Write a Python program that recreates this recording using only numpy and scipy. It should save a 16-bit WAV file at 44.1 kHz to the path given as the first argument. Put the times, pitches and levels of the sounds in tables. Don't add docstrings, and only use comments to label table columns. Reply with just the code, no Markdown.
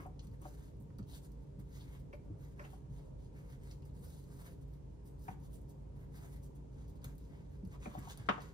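import sys
import numpy as np
from scipy import signal
from scipy.fft import rfft, irfft, next_fast_len
from scipy.io import wavfile

SR = 44100
rng = np.random.default_rng(int(sys.argv[2]) if len(sys.argv) > 2 else 0)


def dump_mix(stems):
    frames = np.atleast_2d(stems).T
    limited = np.clip(frames, -1, 1)
    pcm = np.round(limited * 32767).astype(np.int16)
    wavfile.write(sys.argv[1], SR, pcm)


N = 376173
TIME_S = np.arange(N) / SR

# (fastest moment [s], speeding up [s], slowing down [s],
# powder hiss [dB], skin rasp over the hiss before its gain [dB], meat smear likewise [dB])
STROKES = [(.012, 0.055, 0.054, -70, -2, -0.5), (.24, 0.033, 0.024, -73.5, -2, -6.5),
           (.35, 0.044, 0.018, -81, -15, -2.5), (.46, 0.084, 0.17, -72.5, -4, -11),
           (.62, 0.17, 0.14, -75, -3.5, -9), (1.15, 0.1, 0.067, -66.5, -1, -12),
           (1.26, 0.058, 0.019, -68, -13, -16), (1.42, 0.17, 0.071, -89.5, 3.5, -17),
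           (1.60, 0.017, 0.021, -74.5, -9, -5), (1.80, 0.15, 0.077, -72, 1.5, -5.5),
           (1.95, 0.19, 0.074, -76.5, 1.5, -2), (1.995, .02, .025, -73, -14, -10),
           (2.145, 0.035, 0.036, -81, -5, -10), (2.43, 0.057, 0.12, -76.5, -3, -2.5),
           (2.52, 0.034, .03, -83, 1, -9), (2.64, 0.11, 0.049, -78, 1.5, 3),
           (2.72, 0.17, 0.12, -77, -2, -10), (3.00, 0.15, 0.099, -84, 5.5, -1.5),
           (3.25, 0.088, 0.043, -86, 9.5, -14), (3.385, 0.067, 0.15, -79.5, -4, -0.5),
           (3.53, 0.096, 0.052, -75.5, -3.5, -4), (3.71, 0.14, 0.072, -73, -1.5, -7.5),
           (3.87, 0.039, 0.031, -74.5, -11, -10), (3.96, 0.037, 0.046, -80, -2, -12),
           (4.10, 0.17, 0.2, -70, -6, -14), (4.38, 0.17, 0.19, -73, -5.5, -5.5),
           (4.465, 0.05, 0.045, -69.5, -5, -7), (4.515, 0.031, .035, -73, -5, -12),
           (4.63, 0.038, 0.023, -80, -2, -16), (4.73, 0.046, 0.069, -82, -15, -8),
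           (5.07, 0.045, 0.084, -75.5, -19, -16), (5.225, 0.049, 0.13, -71.5, -15, -24),
           (5.30, 0.057, 0.061, -77, 0, 6.5), (5.45, 0.077, 0.048, -75, -6, -12),
           (5.535, 0.051, 0.07, -71.5, -8, -22), (5.70, 0.026, 0.037, -73, -8, -22),
           (6.015, 0.08, 0.067, -79.5, -9, -1), (6.18, 0.082, 0.16, -69.5, -2, -5),
           (6.36, 0.092, 0.045, -74, -8, -8), (6.455, 0.053, 0.03, -71, -8, -24),
           (6.56, 0.015, 0.017, -78, -6, -11), (6.81, 0.13, 0.093, -84, 5.5, -1.5),
           (6.9, 0.04, 0.021, -74.5, -6, -21), (6.962, .015, .025, -79, 2, -18),
           (7.06, 0.059, 0.082, -80, 7.5, 5), (7.24, 0.12, 0.1, -82.5, 2, -9),
           (7.38, 0.18, 0.14, -87.5, 6, 5), (7.53, 0.071, 0.092, -85.5, 2, -1),
           (7.74, 0.084, 0.048, -80.5, 7, 3), (7.85, 0.068, 0.12, -72.5, 7, 2),
           (8.00, 0.12, 0.19, -72.5, 4, -1), (8.115, 0.038, 0.039, -69, 5.5, -5.5),
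           (8.21, 0.093, 0.51, -85.5, 13, 12), (8.33, 0.073, 0.064, -93, 8, 0),
           (8.415, 0.027, 0.12, -75, 3.5, 0.5)]
# (frequency [Hz], density [dB])
POWDER_SPECTRUM = [(2500, -6.5), (4200, -3), (6500, 0.5), (10000, 3), (12000, 2.5), (14000, 5),
                   (15200, -4.5), (16000, -9)]
SKIN_SPECTRUM = [(1500, -0.5), (2400, -4), (3300, 4), (4400, 1), (5500, 0.5), (6500, 4.5), (9000, -5.5),
                 (15000, -17)]
MEAT_SPECTRUM = [(400, -0.5), (900, 3), (1400, 0), (2100, 1), (2700, -9.5), (4000, -18)]
SPEED_POWER = 1.6
IDLE_POWDER_DB, IDLE_SKIN_DB, IDLE_MEAT_DB = -96, -94.5, -107
SKIN_GAIN_DB, MEAT_GAIN_DB = -2, 6.5
TREMOR_DB, TREMOR_PER_S = 2, 60
CRUMBS_PER_S, CRUMB_DB = 160, -7.5

# (fastest moment [s], speeding up [s], slowing down [s],
# centre of the rasp [Hz], level before the speed envelope [dB], lag of the left microphone [ms])
CATCHES = [(.222, 0.013, .02, 5000, -82, .2), (1.143, 0.056, 0.015, 4360, -72, 0.24),
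           (1.82, 0.032, .03, 4660, -71, 0.23), (2.137, .005, .014, 4900, -76, .25),
           (2.602, .008, .008, 2550, -62.5, 0.32), (2.652, .022, 0.012, 2860, -65.5, 0.34),
           (3.695, 0.037, 0.045, 4500, -80, 0.18), (3.828, .01, .012, 3000, -79, 0.3),
           (3.895, .012, .015, 4300, -83, .2), (4.468, .02, 0.024, 2280, -71, 0.32),
           (7.83, 0.021, .02, 2600, -69, -0.33), (8.11, .01, 0.023, 2600, -67, -0.4)]
JUDDER_PER_S, JUDDER_SCATTER_DB = 900, 1

# (time [s], moist snap [dB], dry crackle [dB])
TICKS = [(0.065, -83, -62.5), (0.194, -48.5, -78), (0.2703, -61, -62), (0.418, -79, -56), (0.315, -69, -74),
         (0.77, -90, -74), (0.802, -87, -65), (0.809, -90, -66), (0.824, -88, -63), (0.986, -55.5, -58),
         (1.028, -62, -89), (1.319, -67, -65), (1.5937, -69, -85), (3.635, -73, -68), (3.654, -71, -78),
         (3.713, -49.5, -80), (3.8224, -64.5, -73), (4.24, -64, -65), (4.447, -71, -64), (4.682, -88, -71),
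         (4.737, -68, -69), (5.615, -79, -66), (5.696, -76, -64), (7.018, -64, -75), (7.044, -46, -43.5),
         (7.154, -75, -64), (7.1818, -65, -57.5), (7.651, -62.5, -64), (7.6744, -80, -65),
         (7.991, -68, -51), (8.108, -57, -79), (8.1748, -51, -49), (8.4055, -54, -72), (8.42, -54, -55)]
# (frequency [Hz], density [dB])
SNAP_SPECTRUM = [(1500, -25), (2800, -16), (3900, -12.5), (4600, -8.5), (5300, -14.5), (6000, -11.5),
                 (9000, -32), (16000, -51)]
CRACKLE_SPECTRUM = [(3000, -38), (7000, -3.5), (11000, -1.5), (14000, 1), (16000, -14)]

# (time [s], relative level [dB], pitch [Hz])
PATS = [(0.276, -37.5, 99.4), (0.801, -42.5, 139.5), (0.992, -39.5, 187), (1.008, -39, 123),
        (1.585, -41.5, 137.7), (2.3, -44, 311), (2.313, -43, 103), (2.896, -41, 136), (3.957, -39.5, 131),
        (3.989, -43.5, 144), (4.337, -52, 134), (5.291, -38.5, 153), (7.049, -40.5, 130),
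        (7.631, -39.5, 184), (7.665, -45.5, 96), (7.867, -40, 224), (7.976, -38, 168), (8.188, -41, 107),
        (8.294, -32.5, 203)]
PAT_CYCLES = 22

# (time [s], relative level [dB], centre of the modes reached [Hz], spread [octaves],
# ring length [share of the free ring], lag of the left microphone [ms], clatter over the ring [dB])
KNOCKS = [(0.055, -50.5, 760, 0.22, 1.45, -0.26, -5), (.452, -49.5, 710, 0.39, 1, -0.26, -4),
          (.902, -74, 1800, 0.83, 0.41, 0.12, -1), (0.988, -63.5, 1200, 0.35, 0.4, 0.23, -1),
          (2.128, -57.5, 2230, 0.34, 0.66, 0.34, 6), (2.134, -51, 580, 0.17, 0.55, 0.4, -7),
          (2.593, -53.5, 2050, 0.7, 0.43, 0.33, 0), (2.597, -54.5, 610, 0.12, 1.2, 0.46, -6),
          (2.614, -58.5, 1300, .8, 0.89, 0.37, 6), (2.642, -56, 677, .55, 1.3, 0.33, 3),
          (2.729, -58, 816, 0.18, 1, -0.33, -3), (2.844, -69, 750, 0.49, 0.92, 0.38, 0),
          (5.281, -44.5, 824, 0.18, 1.05, -0.33, -4), (5.281, -55, 1960, 0.46, 0.81, -0.34, 9),
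          (7.043, -58, 2300, 1.3, 0.74, .21, 0), (7.856, -56.5, 2420, 0.17, 0.33, -0.4, -3),
          (7.859, -46, 704, 0.4, 0.75, -0.58, -4), (7.951, -46.5, 770, 0.22, 1, -0.46, -6),
          (8.071, -52.5, 846, 0.17, 0.93, -0.29, -6), (8.2883, -32.5, 1400, 1, 0.46, -0.75, -5.5),
          (8.2916, -32, 980, 1.1, 0.49, -0.48, -3), (8.2972, -35, 1200, 0.55, 0.43, -0.59, -6),
          (8.311, -43, 1260, 0.18, .55, -0.58, 0), (8.342, -55, 1200, 0.42, 0.6, -.7, -2),
          (8.378, -47.5, 780, 0.39, 0.73, -0.42, -1)]
# (frequency [Hz], relative level [dB], free t60 [s])
DISH_MODES = [(220, 4, 0.075), (357, 7.5, 0.038), (474, -4.5, 0.19), (586, -4.5, 0.18), (681, -7.5, 0.092),
              (746.5, -3, 0.091), (787, -6, 0.062), (916, 1, 0.059), (1010, -15, 0.033), (1058, 2.5, 0.041),
              (1185, -4, 0.088), (1273, -4.5, 0.09), (1410, 0, 0.064), (1600, -7.5, 0.06), (1716, 0, 0.028),
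              (1840, -2.5, 0.057), (2003, -14, 0.09), (2170, -8, 0.05), (2330, -3.5, 0.041),
              (2705, -12.5, .04), (2890, -18, .04), (3170, -17, 0.046), (3500, -23, 0.027),
              (4370, -22, 0.041), (5270, -14, .05)]
FIRM_CONTACT_S, FIRM_DB, CONTACT_DB_PER_DOUBLING = 0.00056, -33, 6.5
BLOW_DB = -13
CLATTER_T60_S, CLATTER_REACH, CLATTER_DB_PER_OCTAVE = 0.051, 3.2, -3

# (fastest moment [s], speeding up [s], slowing down [s], level at the peak [dB])
SHOVES = [(.03, 0.11, .06, -60), (.445, 0.037, 0.021, -58), (7.76, 0.037, .02, -62), (7.98, 0.19, 0.2, -61),
          (8.35, 0.039, 0.086, -56)]
# (frequency [Hz], density [dB])
DRAG_SPECTRUM = [(150, -2), (300, 7.5), (550, -2), (850, -6), (1050, 8), (1220, 6), (1500, -13),
                 (2400, -11.5), (5000, -38)]

# (time [s], level before the decay [dB])
LANDINGS = [(8.2879, -27), (8.2920, -26.5), (8.299, -34.5)]
# (frequency [Hz], density [dB])
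LANDING_SPECTRUM = [(170, -4), (280, -0.5), (390, 3), (480, 6), (530, -2), (660, 8), (850, -3), (1150, 10),
                    (1600, -3.5), (2300, -4.5), (2700, -6), (3050, -11), (3400, -9), (3900, -22),
                    (4250, -32), (6200, -30), (9000, -48)]
LANDING_T60_S, LANDING_WET_DB = .034, -4

# (frequency [Hz], mean level [dB], wander of the frequency [Hz])
HUM_LINES = [(55.64, -56.5, 0.92), (138.64, -59.5, 2.93), (229, -89.5, 2.1), (282.8, -71.5, 4.94),
             (404, -72, 6.93), (457, -77.5, 3.25)]
# (frequency [Hz], density [dB])
AIR_SPECTRUM = [(20, -32), (30, -16.5), (46, 8.5), (55, 7), (66, 1.5), (80, 4.5), (97, -0.5), (135, 2.5),
                (165, 0.5), (205, -8.5), (260, -10), (350, -14), (420, -18), (530, -17), (680, -27),
                (790, -29.5), (860, -27), (920, -23), (1050, -32.5), (1500, -44), (3000, -73)]
HISS_SPECTRUM = [(600, -22), (1300, -3), (2000, -4), (4000, -9.5), (7000, -11), (11000, -17.5),
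                 (15000, -52)]
# (frequency [Hz], side minus mid [dB])
AIR_WIDTH = [(40, -12), (85, -17), (170, -6.5), (350, 1), (700, 2), (2000, 1)]
AIR_DB = -52
MURMUR_DB, MURMUR_PER_S = 1.64, 11

# (frequency [Hz], t60 [s])
KITCHEN_T60 = [(150, 0.33), (500, 0.3), (1500, 0.42), (4000, 0.35), (14000, 0.43)]
# (frequency [Hz], gain [dB])
REFLECTED = [(20, 0.5), (5000, 0.5), (8000, 0.5), (12000, -2.5), (20000, -4)]
EARLY_T60_S, EARLY_DB = 0.062, 9.5
# (frequency [Hz], left minus right for each ms of left lead [dB])
SHADE = [(80, -4), (220, -8), (500, 4.5), (1100, 18), (2200, -4), (3800, -36), (9000, 9)]
TOP_HZ = 15700


def rubbing():
    power = np.ones((3, N)) * undb([[IDLE_POWDER_DB], [IDLE_SKIN_DB], [IDLE_MEAT_DB]]) ** 2
    for peak_s, rise_s, fall_s, db, rasp_db, smear_db in STROKES:
        gains = undb([db, db + rasp_db + SKIN_GAIN_DB, db + smear_db + MEAT_GAIN_DB])
        power += np.outer(gains ** 2, gesture(peak_s, rise_s, fall_s) ** 2)
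    fine, coarse, slow = (grains(rate, scatter_db=2.3) for rate in (5500, 3500, 3000))
    fine = fine + undb(CRUMB_DB) * grains(CRUMBS_PER_S, scatter_db=0.5)
    powder = unit(colour(fine, POWDER_SPECTRUM))
    skin = unit(colour(coarse, SKIN_SPECTRUM))
    meat = unit(colour(slow, MEAT_SPECTRUM))
    friction = np.sum(np.array([powder, skin, meat]) * np.sqrt(power), axis=0)
    friction = shifting(friction, depth_db=1.8, rate=16)
    return friction * undb(TREMOR_DB * walk(TREMOR_PER_S))


def catches():
    out = np.zeros((2, N))
    for peak_s, rise_s, fall_s, hz, db, lag_ms in CATCHES:
        speed = gesture(peak_s, rise_s, fall_s)
        start_s = peak_s - rise_s
        start = int(start_s * SR)
        burst = slice(start, start + 8192)
        peak = [(0.47 * hz, -17), (0.94 * hz, -4), (hz, 0), (0.99 * hz, -5), (1.2 * hz, -18)]
        rasp = unit(colour(grains(JUDDER_PER_S, JUDDER_SCATTER_DB)[burst], peak))
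        add(out, start_s, ports(rasp * speed[burst] * undb(db), lag_ms))
    return out


def ticks():
    out, t = np.zeros(N), np.arange(4096) / SR - .003
    for s, snap_db, crackle_db in TICKS:
        noise = rng.standard_normal((2, len(t)))
        swell = np.clip(t / 0.0014 + 1, 0, 1)
        snap = colour(noise[0] * swell * fade(t + 0.0014, t60=0.022), SNAP_SPECTRUM)
        crackle = colour(noise[1] * swell * fade(t + 0.0014, t60=0.014), CRACKLE_SPECTRUM)
        tick = unit(snap) * undb(snap_db - 24.0) + unit(crackle) * undb(crackle_db - 21.0)
        add(out, s + t[0], tick)
    return out


def pats():
    out, t = np.zeros(N), np.arange(8192) / SR
    for s, level_db, hz in PATS:
        push = (1 - np.exp(-t / 0.0029)) * fade(t, t60=PAT_CYCLES / hz)
        puff = unit(colour(rng.standard_normal(len(t)), [(0.64 * hz, -3), (hz, 0), (1.66 * hz, -9)]))
        thud = np.sin(2 * np.pi * hz * t) + undb(-4.0) * puff
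        add(out, s, thud * push / push.max() * undb(level_db - 4.5))
    return out


def knocks():
    out, t = np.zeros((2, N)), np.arange(12000) / SR - .02
    hz, mode_db, t60_s = np.transpose(DISH_MODES)
    for s, db, centre_hz, spread, length, lag_ms, clatter_db in KNOCKS:
        octaves = np.log2(hz / centre_hz)

        def reach_db(width):
            return mode_db - 12 * np.log(1 + (octaves / width) ** 2)

        sign = rng.choice([-1, 1], len(hz))
        modes = np.sin(2 * np.pi * hz[:, None] * t) * fade(t, length * t60_s[:, None])
        ring = (sign * undb(reach_db(spread))) @ modes
        contact_db = reach_db(spread * CLATTER_REACH) + CLATTER_DB_PER_OCTAVE * octaves
        clatter = colour(rng.standard_normal(len(t)), sorted(zip(hz, contact_db)))
        clatter = clatter * fade(t, t60=CLATTER_T60_S * length)
        contact_s = FIRM_CONTACT_S * 2 ** ((FIRM_DB - db) / CONTACT_DB_PER_DOUBLING)
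        press = np.clip(t / contact_s, 0, 1)
        blow = unit(unit(ring * press) + undb(clatter_db) * unit(clatter * press))
        add(out, s + t[0], ports(blow * undb(BLOW_DB + db), lag_ms))
    return out


def drag():
    sliding = sum(undb(db) * gesture(peak_s, rise_s, fall_s) for peak_s, rise_s, fall_s, db in SHOVES)
    scrape = unit(colour(grains(rate=710, scatter_db=-0.5), DRAG_SPECTRUM))
    return ports(scrape * sliding, lag_ms=-0.28)


def landing():
    out, t = np.zeros(N), np.arange(4096) / SR
    for s, db in LANDINGS:
        crunch = unit(colour(rng.standard_normal(len(t)), LANDING_SPECTRUM))
        attack = np.minimum(t / 0.00067, 1)
        add(out, s, crunch * attack * fade(t, LANDING_T60_S) * undb(db))
    return ports(out, lag_ms=-0.536)


def appliances():
    mid, side = shifting(colour(rng.standard_normal((2, N)), AIR_SPECTRUM), MURMUR_DB, MURMUR_PER_S)
    air = mid + colour(side, AIR_WIDTH) * np.array([[1], [-1]])
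    air = air / mid.std() * undb(AIR_DB + .5 * walk(4.17))
    hum = 0
    for hz, db, wander_hz in HUM_LINES:
        phase = 2 * np.pi * np.cumsum(hz + wander_hz * walk(20)) / SR
        waver = undb(2.2 * walk(22))
        hum = hum + np.sqrt(2) * np.sin(phase) * undb(db) * waver
    hiss = unit(colour(rng.standard_normal((2, N)), HISS_SPECTRUM)) * undb(-81.5)
    balance = undb(np.array([[-.3], [.3]]))
    return (air + hum) * balance + hiss


def kitchen(x, wet_db):
    t = np.arange(24000) / SR - .004
    freqs = np.arange(len(t) // 2 + 1) * SR / len(t)
    noise, tail = rfft(rng.standard_normal((2, 2, len(t)))), 0
    for hz in 125 * 2. ** np.arange(8):
        share = np.maximum(0, 1 - np.abs(np.log2((freqs + 1) / hz)))
        decay = fade(t, at(KITCHEN_T60, hz)) + undb(EARLY_DB) * fade(t, EARLY_T60_S)
        tail = tail + irfft(noise * share) * decay
    tail = colour(unit(tail), REFLECTED) / np.sqrt(2 * len(t))
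    wet = signal.fftconvolve(x[None], tail, axes=2).sum(axis=1)[:, :N]
    return x + undb(wet_db) * wet


def gesture(peak_s, rise_s, fall_s):
    u = np.clip((TIME_S - peak_s) / np.where(TIME_S < peak_s, rise_s, fall_s), -1, 1)
    moving, out = np.abs(u) < 1, np.zeros(N)
    out[moving] = np.cos(np.pi / 2 * u[moving]) ** SPEED_POWER
    return out


def grains(rate, scatter_db):
    hit = rng.random(N) < rate / SR
    size = undb(scatter_db * np.minimum(rng.standard_exponential(N), 4))
    return unit(hit * rng.standard_normal(N) * size)


def shifting(x, depth_db, rate):
    size = next_fast_len(N)
    spectrum, out = rfft(x, size), x
    octaves = np.log2(np.maximum(np.arange(spectrum.shape[-1]) * SR / size, 1) / 400)
    for band in range(17):
        share = np.maximum(0, 1 - np.abs(3 * octaves - band))
        part = irfft(spectrum * share, size)[..., :N]
        out = out + part * (undb(depth_db * walk(rate)) - 1)
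    return out


def ports(x, lag_ms):
    size = next_fast_len(len(x))
    hz = np.arange(size // 2 + 1) * SR / size
    left = np.exp(-1j * np.pi * hz * lag_ms / 1000) * undb(-lag_ms * at(SHADE, hz) / 2)
    return irfft(rfft(x, size) * np.array([left, 1 / left]), size)[:, :len(x)]


def colour(x, points):
    size = next_fast_len(x.shape[-1])
    hz = np.maximum(np.arange(size // 2 + 1) * SR / size, 1)
    ends = np.minimum(1, np.minimum(hz / points[0][0], points[-1][0] / hz)) ** 4
    return irfft(rfft(x, size) * undb(at(points, hz)) * ends, size)[..., :x.shape[-1]]


def walk(rate):
    knots = rng.standard_normal(2048)
    return 1.2 * np.interp(TIME_S * rate, np.arange(len(knots)), knots)


def fade(t, t60):
    return (t >= 0) * np.exp(-np.log(1000) * np.maximum(t, 0) / t60)


def at(points, hz):
    f, value = np.transpose(points)
    return np.interp(np.log(np.maximum(hz, 1)), np.log(f), value)


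def undb(db):
    return 10 ** (np.asarray(db) / 20)


def unit(x):
    return x / np.sqrt(np.mean(x ** 2))


def add(out, s, x):
    i = max(int(s * SR), 0)
    out[..., i:i + x.shape[-1]] += x[..., :N - i]


def scene():
    hands = catches() + ports(rubbing() + ticks(), lag_ms=.204)
    dish = knocks() + drag() + ports(pats(), lag_ms=-0.11)
    near = kitchen(hands, wet_db=-3.0) + kitchen(dish, wet_db=-6.0)
    return near + kitchen(landing(), LANDING_WET_DB) + appliances()


def record(dry):
    return signal.sosfilt(signal.ellip(8, .2, 70, TOP_HZ, fs=SR, output="sos"), dry)


dry = scene()
out = record(dry)
dump_mix(out)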